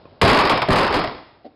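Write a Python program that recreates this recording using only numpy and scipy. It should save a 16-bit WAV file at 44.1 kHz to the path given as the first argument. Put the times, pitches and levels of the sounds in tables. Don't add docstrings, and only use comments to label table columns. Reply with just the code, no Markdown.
import sys
import numpy as np
from scipy import signal
from scipy.fft import rfft, irfft
from scipy.io import wavfile
from scipy.ndimage import uniform_filter1d

SR = 44100
rng = np.random.default_rng(int(sys.argv[2]) if len(sys.argv) > 2 else 0)


def int16_out(signal):
    q = np.round(np.clip(np.atleast_2d(signal).T, -1, 1) * 32767)
    wavfile.write(sys.argv[1], SR, q.astype(np.int16))


N = 68355
TIME_S = np.arange(N) / SR

# (frequency [Hz], density [dB])
AIR_SPECTRUM = [(25, -13.5), (90, 5), (200, -2.5), (600, -0.5), (1100, -9), (1800, -19), (5200, -21.5)]
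# (time [s], level [dB])
AIR_ENVELOPE = [(0, -48), (.2, -51), (1.2, -47), (1.55, -56)]

# (frequency [Hz], density [dB])
WALL_SPECTRUM = [(40, -10), (130, -6.5), (330, -1), (600, -4.5), (1050, -4), (2100, -2), (3200, -1.5),
                 (5000, -4)]
WALL_DB, WALL_RISE_S, WALL_LOW_T60_S, WALL_HIGH_T60_S, WALL_SPLIT_HZ = -19, 0.022, 0.59, 0.68, 1500

# (frequency [Hz], relative level [dB], t60 [s])
TAP_MODES = [(340, -3, 0.016), (520, 5.5, 0.013), (1064, -7.5, 0.046), (2470, -18.5, 0.047)]
TAP_S, TAP_DB, TAP_LOW_CUT_HZ = 0.0553, -34.5, 150

# (frequency [Hz], relative level [dB])
BUMP_TONES = [(305, 3.5), (585, 0.5), (755, 1.5)]
# (frequency [Hz], density [dB])
SCUFF_SPECTRUM = [(100, -46), (200, -24), (250, 8), (400, -2.5), (800, -2), (950, -25), (1600, -27),
                  (5000, -29)]
BUMP_S, BUMP_RISE_S, BUMP_HOLD_S, BUMP_T60_S = 1.442, 0.009, 0.017, 0.078
BUMP_TONE_DB, SCUFF_DB = -38, -32.5

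# (time [s], level [dB])
CHIP_ENVELOPE = [(.22, -21), (0.548, -20.5), (0.661, -29.5), (.75, -12), (1.05, -24.5), (1.15, -48),
                 (1.25, -55), (1.5, -61.5)]
CHIPS_PER_S, CHIP_T60_CYCLES, CHIP_SPREAD_DB = 500, 19.4, 1.5

# (time [s], snap [dB], crack [dB], thud [dB], boom [dB])
BLOWS = [(.2143, 14, 2.5, 0, -4), (.232, -4, -14, 4, 4.5), (.2487, -10, -1, -4.5, -9),
         (.2772, 6.5, 3.5, -0.5, -7), (0.2984, 6, 1.5, -16, -4.5), (.329, -11, -5.5, -2.5, -23),
         (.347, -6, -3, -27, -24), (.372, -2.5, -6, -12, -20), (.3894, -0.5, 0.5, -21, -19),
         (.4069, -10, -10, -14, -23), (.436, -20, -11.5, -17, -19), (.4508, -8.5, -5.5, -10, -31),
         (.473, -11, -12, -31, -28), (.4957, 8.5, 3, -12.5, -24), (.519, -8.5, -12.5, -8, -14.5),
         (.556, -17, -16.5, -19.5, -22), (0.574, -11, -11.5, -22, -38), (0.6186, -3.5, -11, -25, -19),
         (0.686, -11, -18, 3, 5), (.7037, 2.5, 4.5, 0, 6.5), (.7291, 3.5, -5.5, -2, -28),
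         (.7581, 6, 3, -1.5, -12), (.7845, 1.5, 1, -7, -4.5), (.8074, -6, -2.5, -5, -20),
         (.8304, -9, -5, -5.5, -28), (.846, -7.5, -16, -14.5, -34), (.8658, -19, -12, -25, -25),
         (0.894, -21, -19, -17.5, -19), (.9067, -19, -12, -15.5, -21.5), (0.926, -12, -11, -26, -22),
         (.9401, 7.5, 3.5, 1.5, -10), (.965, -20, -11, -2, -11.5), (.988, -20, -7, -18, -12),
         (1.015, -19, -11.5, -30, -20), (1.04, -11.5, -14, -29, -15.5),
         (1.0743, -17.5, -18.5, -27.5, -21.5), (1.112, -30, -28.5, -28.5, -41), (1.148, -33, -30, -32, -32),
         (1.185, -36, -35.5, -35, -43)]
# (frequency [Hz], density [dB])
SNAP_SPECTRUM = [(300, -11.5), (1000, -4), (2000, 6), (3500, -4.5), (5200, -3.5)]
# (frequency [Hz], density [dB])
CRACK_SPECTRUM = [(100, -21.5), (250, -6.5), (450, 0), (750, 3), (1120, 6), (1450, -4.5), (2200, -9),
                  (3300, -17), (5200, -12)]
# (frequency [Hz], density [dB])
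THUD_SPECTRUM = [(120, -7), (230, 2), (400, 3), (700, -1.5), (1400, -27)]
# (frequency [Hz], density [dB])
BOOM_SPECTRUM = [(25, -10.5), (55, -3), (125, 1), (180, 0.5), (320, -18), (1000, -42)]
# (frequency [Hz], relative level [dB], t60 [s])
BLOCK_MODES = [(339, -12, 0.12), (481, -9.5, 0.099), (681, -7, 0.17), (840, -5, .12), (1053.7, -3, .13),
               (1160, -6, 0.12), (1870, -8.5, 0.072), (2034, -13.5, 0.11), (2560, -23, .08)]
SNAP_T60_S, CRACK_T60_S, GRIT_SPREAD_DB = 0.022, 0.12, 3
THUD_GAIN_DB, THUD_T60_S = -2, 0.12
KNOCK_GAIN_DB, KNOCK_HZ, KNOCK_T60_S = -0.5, 413.2, 0.049
BOOM_GAIN_DB, BOOM_ATTACK_S, BOOM_T60_S = -4, 0.0042, 0.11
RING_GAIN_DB, RING_SPREAD_DB = -9.5, 1.8

NOISE_TOP_HZ, INPUT_STOP_HZ, OUTPUT_STOP_HZ = 8227, 5927, 16960
GAIN_THRESHOLD_DB, GAIN_FALL_DB_PER_S = -18, 7


def from_db(db):
    return 10 ** (np.asarray(db) / 20)


def unit_rms(x):
    return x / np.sqrt(np.mean(x ** 2) + 1e-20)


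def decay(age_s, t60_s):
    return np.exp(-np.log(1000) * age_s / t60_s)


def noise(spectrum):
    hz, db = np.transpose(spectrum)
    bins_hz = np.maximum(np.fft.rfftfreq(N, 1 / SR), 1)
    gain = from_db(np.interp(np.log(bins_hz), np.log(hz), db)) / (1 + (bins_hz / NOISE_TOP_HZ) ** 20)
    return unit_rms(irfft(rfft(rng.standard_normal(N)) * gain, N))


def clicks(times_s, gains):
    return np.bincount((np.asarray(times_s) * SR).astype(int), gains, N)[:N] + 1e-18


def ring(x, hz, t60_s):
    radius, angle = decay(1 / SR, t60_s), 2 * np.pi * hz / SR
    return signal.lfilter([0, np.sin(angle)], [1, -2 * radius * np.cos(angle), radius ** 2], x)


def bursts(times_s, db, t60_s):
    power = clicks(times_s, from_db(db) ** 2)
    return np.sqrt(signal.lfilter([1], [1, -decay(1 / SR, t60_s) ** 2], power))


def overload(x, ceiling, hardness):
    return x / (1 + np.abs(x / ceiling) ** hardness) ** (1 / hardness)


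def air():
    return noise(AIR_SPECTRUM) * from_db(np.interp(TIME_S, *np.transpose(AIR_ENVELOPE)))


def walls(x):
    wash = noise(WALL_SPECTRUM)
    low = signal.sosfilt(signal.butter(1, WALL_SPLIT_HZ, fs=SR, output="sos"), wash)
    tail = low * decay(TIME_S, WALL_LOW_T60_S) + (wash - low) * decay(TIME_S, WALL_HIGH_T60_S)
    tail *= np.minimum(TIME_S / WALL_RISE_S, 1)
    return from_db(WALL_DB) * signal.fftconvolve(x, tail / np.linalg.norm(tail))[:N]


def tap():
    modes = sum(ring(clicks([TAP_S], [from_db(TAP_DB + db)]), hz, t60_s) for hz, db, t60_s in TAP_MODES)
    return signal.sosfilt(signal.butter(2, TAP_LOW_CUT_HZ, "high", fs=SR, output="sos"), modes)


def bump():
    age_s = TIME_S - BUMP_S
    rise = np.clip(age_s / BUMP_RISE_S, 0, 1)
    fall = decay(np.maximum(age_s - BUMP_RISE_S - BUMP_HOLD_S, 0), BUMP_T60_S)
    tones = sum(from_db(BUMP_TONE_DB + db) * np.sin(2 * np.pi * (hz * age_s + rng.random()))
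                for hz, db in BUMP_TONES)
    return rise * fall * (tones + from_db(SCUFF_DB) * noise(SCUFF_SPECTRUM))


def chips():
    times_s, db = np.transpose(CHIP_ENVELOPE)
    strengths = from_db(CHIP_SPREAD_DB * np.minimum(rng.exponential(1, N), 2)) * rng.choice([-1, 1], N)
    hits = strengths * (rng.random(N) < CHIPS_PER_S / SR)
    pitches_hz = np.geomspace(650, 4200, 20)
    pitch_index = rng.integers(0, len(pitches_hz), N)
    ticks = sum(ring(hits * (pitch_index == k) + 1e-18, hz, CHIP_T60_CYCLES / hz) / np.sqrt(hz)
                for k, hz in enumerate(pitches_hz))
    return unit_rms(ticks) * from_db(np.interp(TIME_S, times_s, db)) * (TIME_S > times_s[0])


def block_ring(times_s, blow_db):
    modes = np.zeros(N)
    for hz, db, t60_s in BLOCK_MODES:
        gains = from_db(blow_db + db + RING_GAIN_DB + rng.normal(0, RING_SPREAD_DB, len(times_s)))
        signs = rng.choice([-1, 1], len(times_s))
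        modes += ring(clicks(times_s, gains * signs), hz, t60_s)
    return modes


def block():
    times_s, snap_db, crack_db, thud_db, boom_db = np.transpose(BLOWS)
    flicker = unit_rms(uniform_filter1d(rng.standard_normal(N), size=90))
    grit = unit_rms(from_db(GRIT_SPREAD_DB * flicker))
    snap = bursts(times_s, snap_db, SNAP_T60_S) * noise(SNAP_SPECTRUM)
    crack = bursts(times_s, crack_db, CRACK_T60_S) * grit * noise(CRACK_SPECTRUM)
    thud = bursts(times_s, thud_db + THUD_GAIN_DB, THUD_T60_S) * noise(THUD_SPECTRUM)
    knock = ring(clicks(times_s, from_db(thud_db + KNOCK_GAIN_DB)), KNOCK_HZ, KNOCK_T60_S)
    boom_drive = bursts(times_s, boom_db + BOOM_GAIN_DB, BOOM_T60_S)
    attack_pole = np.exp(-1 / (BOOM_ATTACK_S * SR))
    boom = signal.lfilter([1 - attack_pole], [1, -attack_pole], boom_drive) * noise(BOOM_SPECTRUM)
    return snap + crack + thud + knock + boom + block_ring(times_s, crack_db)


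def scene():
    direct = block() + chips() + tap() + bump()
    return (direct + air() + walls(direct))[None]


def record(dry):
    x = overload(dry, ceiling=0.33, hardness=4.63)
    x = signal.sosfilt(signal.cheby2(14, 60, INPUT_STOP_HZ, fs=SR, output="sos"), x)
    x = overload(x, ceiling=0.36, hardness=16)
    loud = uniform_filter1d(x ** 2, size=1000) > from_db(GAIN_THRESHOLD_DB) ** 2
    loud_s = np.cumsum(loud, axis=-1) / SR
    x = x * from_db(-GAIN_FALL_DB_PER_S * loud_s)
    return signal.sosfilt(signal.cheby2(12, 70, OUTPUT_STOP_HZ, fs=SR, output="sos"), x)


dry = scene()
out = record(dry)
int16_out(out)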